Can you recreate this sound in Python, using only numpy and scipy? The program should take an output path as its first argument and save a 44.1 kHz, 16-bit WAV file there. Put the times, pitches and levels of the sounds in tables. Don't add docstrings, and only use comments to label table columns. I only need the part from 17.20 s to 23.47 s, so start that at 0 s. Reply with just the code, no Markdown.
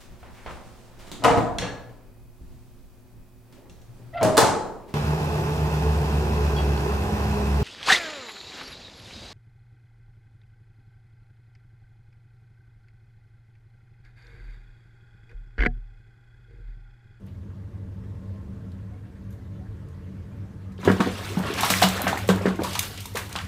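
import sys
import numpy as np
from scipy import signal
from scipy.fft import rfft, irfft, next_fast_len
from scipy.io import wavfile
from scipy.ndimage import uniform_filter1d, map_coordinates

SR = 44100
rng = np.random.default_rng(int(sys.argv[2]) if len(sys.argv) > 2 else 0)


def materialize(psi):
    bounded = np.clip(np.atleast_2d(psi).T, -1, 1)
    quanta = np.round(bounded * 32767).astype(np.int16)
    wavfile.write(sys.argv[1], SR, quanta)


def elevation(decibels):
    levels = np.asarray(decibels, float)
    return 10 ** (levels / 20)


N = 276507
FALL_S = 3.55


def unit(x):
    return x / np.sqrt(np.mean(x ** 2) + 1e-20)


def along(points, hz):
    point_hz, value = np.transpose(points)
    return np.interp(np.log(hz + 1), np.log(point_hz + 1), value)


def wobble(rate):
    knots = rng.standard_normal(int(N * rate / SR) + 4)
    return map_coordinates(knots, [np.arange(N) * rate / SR])


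def filtered(x, response):
    m = next_fast_len(N + SR // 2)
    return irfft(rfft(x, m) * response(np.fft.rfftfreq(m, 1 / SR)), m)[..., :N]


def resonances(modes):
    def response(f):
        total = 0
        for k, (hz, width, db) in enumerate(modes):
            total = total + (-1) ** k * elevation(db) * 1j * f * width / (hz * hz - f * f + 1j * f * width)
        return total
    return response


def band(low_hz, high_hz):
    noise = rng.standard_normal(N)
    return unit(filtered(noise, lambda f: 1 / (1 + (low_hz / (f + 1)) ** 8) / (1 + (f / high_hz) ** 8)))


def rush(spectrum, patchy_db):
    z = signal.stft(rng.standard_normal(N + 512), nperseg=256)[2]
    field = uniform_filter1d(uniform_filter1d(rng.standard_normal(z.shape), 5, 0), 8, 1)
    patched = signal.istft(z * elevation(patchy_db * unit(field)), nperseg=256)[1][:N]
    return unit(filtered(patched, lambda hz: elevation(along(spectrum, hz))))


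def bubbles(count, centre_hz, spread, cycles, scatter_db, since=FALL_S):
    when, pitch = rng.random(count), rng.standard_normal(count)
    loudness = np.minimum(rng.exponential(size=count), 3)
    hz = np.clip(centre_hz * np.exp(spread * pitch), 150, 14000)[:, None]
    t = np.arange(int(4 * cycles / centre_hz * SR)) / SR
    age = t * hz / cycles
    ring = np.sin(2 * np.pi * hz * t * (1 + 0.094 * age / cycles ** .5))
    grain = elevation(scatter_db * loudness)[:, None] * ring * np.exp(-age) * (1 - np.exp(-6 * age))
    start = int(since * SR)
    at = (start + when * (N - start)).astype(int)[:, None] + np.arange(len(t))
    out = np.bincount(at.ravel(), grain.ravel(), N + len(t))[:N]
    return out / np.sqrt(np.mean(out[start:] ** 2))


# hz, t60_s
TILE_DECAY = [(200, 0.35), (1500, 0.27), (6000, 0.25), (15000, 0.46)]


def tiles(x):
    hz, t, z = signal.stft(rng.standard_normal(SR // 2), SR, nperseg=256)
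    tail = signal.istft(z * elevation(-60 * t / along(TILE_DECAY, hz)[:, None]), SR, nperseg=256)[1]
    return signal.fftconvolve(np.pad(x, (200, 0)), tail / np.linalg.norm(tail))[:N]


def far(x, share):
    return np.sqrt(1 - share) * x + np.sqrt(share) * tiles(x)


# start_s, level_db, pitch_hz, life_cycles, boom_db
THUMPS = [(3.589, -31.5, 383, 1.3, -5), (3.652, -24, 270, 2.7, -7), (3.676, -3, 376, 1.2, -12.5),
          (3.697, -15, 267, 1.9, 0.5), (3.798, -12, 247, 0.85, -3), (3.863, -17.5, 260, 1.4, -14.5),
          (4.171, -11, 190, 1.3, -16.5), (4.502, -18, 674, 1.9, -10.5), (4.636, -13, 970, 0.43, -1.5),
          (4.839, -22, 258, 2.1, -5), (5.09, -4, 455, 0.99, -4.5), (5.212, -20, 500, 1, -14),
          (5.256, -8, 405, 0.96, -13.5), (5.272, -20, 248, 2, 1), (5.39, -15.5, 347, 2.2, -13.5)]
# start_s, level_db, pitch_hz, life_cycles
PLOPS = [(3.631, -34, 1500, 1.2), (4.3, -23.5, 378, 2.4), (4.433, -10.5, 850, 1.7), (4.539, -8, 2100, 1.4),
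         (4.623, -4.5, 756, 2.4), (4.868, -11.5, 730, 1.3), (4.929, -12.5, 816, 2.4),
         (4.974, -18.5, 1980, 2.1), (5.155, -24, 323, 2.1), (5.419, -16, 524, 1.4), (5.447, -20, 1010, 2.5),
         (5.474, -25, 1130, 4.2), (5.555, -19.5, 980, 1.5), (5.805, -35, 3100, 6), (5.855, -33, 970, 2.5),
         (5.949, -23.5, 480, 2.8), (5.97, -15.5, 1930, 0.89), (6.155, -14.5, 1070, 0.34)]
# pitch_hz, level_db, t60_s
TUB_MODES = [(187.8, 1, 0.25), (323, -16.5, 0.17), (463, -11, 0.08)]
# pitch_hz, t60_s
DEEP_MODE = (100, .3)
# start_s, level_db
PLUNGE = (3.668, -14)


def slaps():
    pockets, booms = np.zeros((2, N + SR))
    t = np.arange(SR // 3) / SR
    swell = (1 - np.exp(-t / 0.0043)) ** 2

    def mode(hz, t60, start):
        return elevation(-60 * t / t60) * np.sin(2 * np.pi * hz * (start + t))

    plop_boom_db = -20.5
    for start, db, hz, cycles, boom_db in THUMPS + [(*row, plop_boom_db) for row in PLOPS]:
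        age = t * hz / cycles
        turns = 0.947 * hz * t + 0.17 * (1 - np.exp(-hz * t))
        pocket = -np.sin(2 * np.pi * turns) * np.exp(-age) * (1 - np.exp(-2.5 * age))
        crack = np.sin(2 * np.pi * 4.42 * hz * t) * np.exp(-2.2 * age) * (1 - np.exp(-6 * age))
        shell = sum(elevation(level + rng.normal(0, 1.0)) * mode(f, t60, start) for f, level, t60 in TUB_MODES)
        body = shell + elevation(-16.5) * mode(*DEEP_MODE, start)
        i = round(start * SR)
        pockets[i:i + len(t)] += elevation(db + 7.5) * (pocket + elevation(-15) * crack)
        booms[i:i + len(t)] += swell * elevation(db + boom_db + 1) * body
    start, db = PLUNGE
    booms[round(start * SR):][:len(t)] += swell * elevation(db) * mode(*DEEP_MODE, start)
    plops = filtered(pockets[:N], lambda f: 1j * f / (90 + 1j * f))
    return far(plops, share=0.25) + booms[:N] * elevation(1.1 * wobble(45))


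# start_s, level_db, centre_hz, surge_db
WASHES = [(0.0698, -46.5, 2430, -14), (3.6311, -23, 1000, 0), (3.6546, -18.5, 1030, 3),
          (3.676, -9, 1350, 6.5), (3.803, -10.5, 1160, 0.5), (3.8632, -30, 1140, 15.5),
          (4.1777, -17, 900, 2), (4.2327, -20.5, 1310, 0), (4.381, -13.5, 2150, -26),
          (4.4352, -8, 1010, -14), (4.5016, -9.5, 1360, -3), (4.541, -18, 2060, -28),
          (4.6158, -5.5, 1440, -3.5), (4.6263, -7, 950, -6), (4.79, -15.5, 750, -5),
          (4.8682, -7.5, 1490, -4), (4.9272, -13.5, 850, -8), (5.0886, -8, 1090, -6),
          (5.2547, -12.5, 1450, 1), (5.2844, -16.5, 1040, -12), (5.3892, -20, 915, 8),
          (5.441, -17, 920, -24), (5.5538, -17.5, 980, -16), (5.5907, -35, 3700, -23),
          (5.6288, -23.5, 1580, -17), (5.7773, -34, 2530, -20), (5.9533, -17, 960, -8),
          (5.9702, -16.5, 1760, -8), (6.155, -22, 1000, -24), (6.1856, -27.5, 1470, -31)]
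# hz, level_db per Hz
SURGE = [(76, -43), (130, 0), (187, 2), (227, 0.5), (722, -4.5), (1300, -24), (1690, -33), (2860, -120)]


def washes():
    out, t = np.zeros(N + SR), np.arange(16384) / SR
    f = np.fft.rfftfreq(len(t), 1 / SR) + 1
    lumps = np.pad(elevation(2.2 * wobble(120)), (0, SR))
    for start, db, hz, surge_db in WASHES:
        i = round(start * SR)
        noise = rfft(rng.standard_normal((2, len(t))) * lumps[i:i + len(t)])
        swarm = unit(irfft(noise[0] / (1 + (np.log(f / hz) / 0.58) ** 2) ** 2, len(t)))
        surge = unit(irfft(noise[1] * elevation(along(SURGE, f)), len(t)))
        shape = elevation(db - 11 - 60 * t / 0.17) * (1 - np.exp(-t / 0.002))
        out[i:i + len(t)] += shape * (swarm + elevation(surge_db + 0.5) * surge)
    return out[:N]


# start_s (fullest churn), level_db, froth_db (more spray), depth_db (more surge)
STROKES = [(3.699, -34, -5, -13), (3.86, -34.5, -7.5, 1), (3.97, -42, 5, 0), (4.1, -38, 3, 7),
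           (4.29, -32, -4.5, 4), (4.449, -28.5, 4.5, -3), (4.57, -34.5, 10, -10), (4.76, -28.5, -9.5, -2.5),
           (4.96, -37.5, 0, 5.5), (5.2, -37.5, -6, 9), (5.499, -38.5, 7, 3.5), (5.63, -42, 7.5, -15),
           (5.82, -58.5, 15, -8), (6.03, -45.5, 4.5, 3), (6.2, -46.5, 6, -1)]
# surge_db, splash_db, spray_db
LAYER_DB = (-5.5, -0.68, -10)
SETTLE_DB_PER_S = (42, 51, 57.5)


def churn():
    t = np.arange(0, N, 32) / SR
    power, stir_s = np.zeros((3, len(t))), 0.13
    for start, db, froth_db, depth_db in STROKES:
        rise = np.cos(np.pi / 2 * np.clip((start - t) / stir_s, 0, 1)) ** 2
        layer_db = db + np.add(LAYER_DB, [depth_db, 0, froth_db])[:, None]
        settling_db = np.outer(SETTLE_DB_PER_S, np.maximum(t - start, 0))
        power += (rise * elevation(layer_db - settling_db)) ** 2
    return [np.interp(np.arange(N) / SR, t, gain) for gain in np.sqrt(power)]


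# hz, level_db per Hz
SPLASH = [(350, -50), (620, -6), (1100, -2), (2000, -5), (3600, -10), (5500, -30), (9000, -90)]
# hz, level_db per Hz
SPRAY = [(1500, -30), (2700, -3), (4000, -3.5), (5200, -8), (7000, -9), (10000, -12), (14700, -15),
         (16500, -17)]


def slosh():
    low, middle, high = churn()
    flutter = 1.0 * wobble(35)
    surge = 0.43 * rush(SURGE, patchy_db=-2.5)
    surge = surge + 0.67 * bubbles(count=320, centre_hz=491.0, spread=0.39, cycles=2.45, scatter_db=3.5)
    splash = 0.5 * rush(SPLASH, patchy_db=-1.0)
    splash = splash + 0.59 * bubbles(count=1300, centre_hz=1915, spread=0.514, cycles=4.85, scatter_db=2.5)
    splash = splash + 0.37 * bubbles(count=260, centre_hz=2100, spread=0.6, cycles=11.1, scatter_db=2.0)
    spray = 1.03 * rush(SPRAY, patchy_db=-2.5)
    spray = spray + 1.32 * bubbles(count=4000, centre_hz=5026, spread=0.537, cycles=6.0, scatter_db=-7.0)
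    return (low * elevation(flutter + 0.32 * wobble(18)) * surge
            + middle * elevation(flutter + 0.76 * wobble(30)) * splash
            + high * elevation(flutter + 1.3 * wobble(60)) * spray)


# start_s, level_db, brightness_db per band, t60_s
DROPS = [(0.0633, -58, 5, .08), (1.5174, -54, -6, 0.054), (2.1244, -57, 0, .08), (2.6853, -56, 0, 0.073),
         (3.5194, -54, -5, 0.089), (3.5783, -57.5, -17, 0.088), (3.603, -56, -7, .09),
         (3.7147, -30, -4, 0.097), (4.1879, -37, 6, .09), (4.3372, -26, -4.5, .06), (4.407, -19, 3, 0.074),
         (4.6852, -19.5, 0, .06), (4.817, -23, 9.5, 0.022), (4.9758, -31.5, 3.5, 0.086),
         (4.9874, -39, 2, .08), (5.158, -33.5, 1, 0.051), (5.3564, -40, -3, 0.11), (5.5306, -26, -4, .084),
         (5.551, -23, -7, 0.073), (5.5909, -8.5, -1, 0.039), (5.6273, -23, -1, 0.057),
         (5.7748, -30.5, -6.5, 0.053), (5.803, -30.5, 1, .095), (5.8554, -26.5, 0, 0.069),
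         (5.9374, -43, 4, 0.12), (6.0921, -38, 3, 0.066), (6.126, -27, -3, .033),
         (6.159, -26.5, -11.5, 0.069), (6.186, -35.5, -15.5, 0.042)]
# start_s, level_db, brightness_db per band
BURSTS = [(2.1044, -56.5, 3), (3.648, -33, -3), (3.8026, -28.5, -8.5), (4.446, -22.5, 1),
          (4.5006, -13.5, 0), (4.6165, -21, 4), (4.626, -17.5, -11.5), (4.8768, -23, -5), (5.076, -33, 2),
          (5.0878, -23, -7.5), (5.259, -36, -6), (5.282, -41, -9), (5.4338, -25.5, -2.5),
          (5.9533, -28.5, -3), (5.97, -27, -1.5)]


def drops():
    levels, t = np.zeros((3, N + SR)), np.arange(SR // 3) / SR
    burst_t60_s, middle_db = 0.13, 1
    for start, db, bright_db, t60 in DROPS + [(*row, burst_t60_s) for row in BURSTS]:
        tick = elevation(-60 * t / .011) * (1 - np.exp(-t / .003)) ** 2
        hiss = elevation(-60 * t / t60) * (1 - np.exp(-t / 0.0065))
        puff = elevation(db + 11.5) * (tick + 0.78 * t60 * hiss)
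        i = round(start * SR)
        levels[:, i:i + len(t)] += elevation([-bright_db, middle_db, bright_db])[:, None] * puff
    dull, middle, bright = levels[:, :N]
    return dull * band(2000, 5000) + middle * band(5000, 9000) + bright * band(9000, 16500)


def foam():
    burst = bubbles(count=70, centre_hz=1250, spread=0.38, cycles=26.6, scatter_db=3.5, since=0)
    return elevation(-69.5) * far(burst, share=0.31)


# pitch_hz, width_hz, level_db
LOW_MODES = [(48.7, 13.6, -15), (79.4, 18, -7), (102.1, 9.6, 1)]
# pitch_hz, width_hz, level_db
UPPER_MODES = [(142.4, 6.1, 0.5), (192.8, 6.9, 2.5), (254.5, 5.7, -8.5), (271.3, 8.7, -20),
               (304.4, 3.9, -13), (346, 50, -20), (384.3, 6.8, -17), (442.3, 21.3, -17.5),
               (573, 18.6, -21.5), (630, 17.5, -25), (840, 38, -34), (885, 36, -30), (1060, 15, -27.5),
               (1130, 43, -36.5), (1380, 8.6, -41)]
# hz, level_db per Hz
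DRAUGHT = [(18, -47), (30, -12), (75, -10.5), (102, -6), (143, -19.5), (201, -24), (282, -16.5), (555, -40),
           (759, -36.5), (1700, -31.5), (2520, -41), (13000, -58.5), (15200, -60)]


def fan():
    drift_db = 1.2 * wobble(2.55)
    low = filtered(rng.standard_normal(N), lambda f: resonances(LOW_MODES)(f) / (1 + (f / 125) ** 6))
    upper = filtered(rng.standard_normal(N),
                     lambda f: resonances(UPPER_MODES)(f) / (1 + (120 / (f + 1)) ** 6))
    draught_db = -48.5 - 1.16 * np.abs(np.arange(N) / SR - FALL_S) + 0.09 * wobble(2.85)
    draught = elevation(draught_db) * rush(DRAUGHT, patchy_db=2.5)
    return elevation(drift_db - 37.5) * unit(low) + elevation(drift_db - 43.5) * unit(upper) + far(draught, share=0.34)


# start_s (centre), low_hz, high_hz, level_db
SIDE_HISSES = [
    (3.9, 5600, 7660, -56),
    (3.95, 4160, 5800, -56),
    (4.575, 4250, 5300, -46),
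    (4.575, 6800, 8500, -47),
    (4.575, 12700, 13700, -48),
    (4.6, 10500, 11400, -44),
    (4.625, 13400, 14400, -43),
]


def side_hiss():
    side, t = np.zeros(N), np.arange(N) / SR
    hiss = rng.standard_normal(N)
    for start, low_hz, high_hz, db in SIDE_HISSES:
        frame = np.cos(np.pi / 2 * np.clip((t - start) / 0.024, -1, 1))
        side += elevation(db) * frame * unit(filtered(hiss, lambda f: (f > low_hz) * (f < high_hz)))
    return np.array([side, -side])


def scene():
    water = slaps() + far(washes() + drops(), share=0.21) + far(slosh(), share=0.3)
    return np.tile(water + foam() + fan(), (2, 1))


def roll_off(x):
    return signal.sosfilt(signal.butter(12, 16630, fs=SR, output="sos"), x)


def record(dry):
    mix = filtered(dry + side_hiss(), lambda hz: 1 / (1 + (hz / 15350) ** 90))
    return roll_off(mix)


dry = scene()
out = record(dry)
materialize(out)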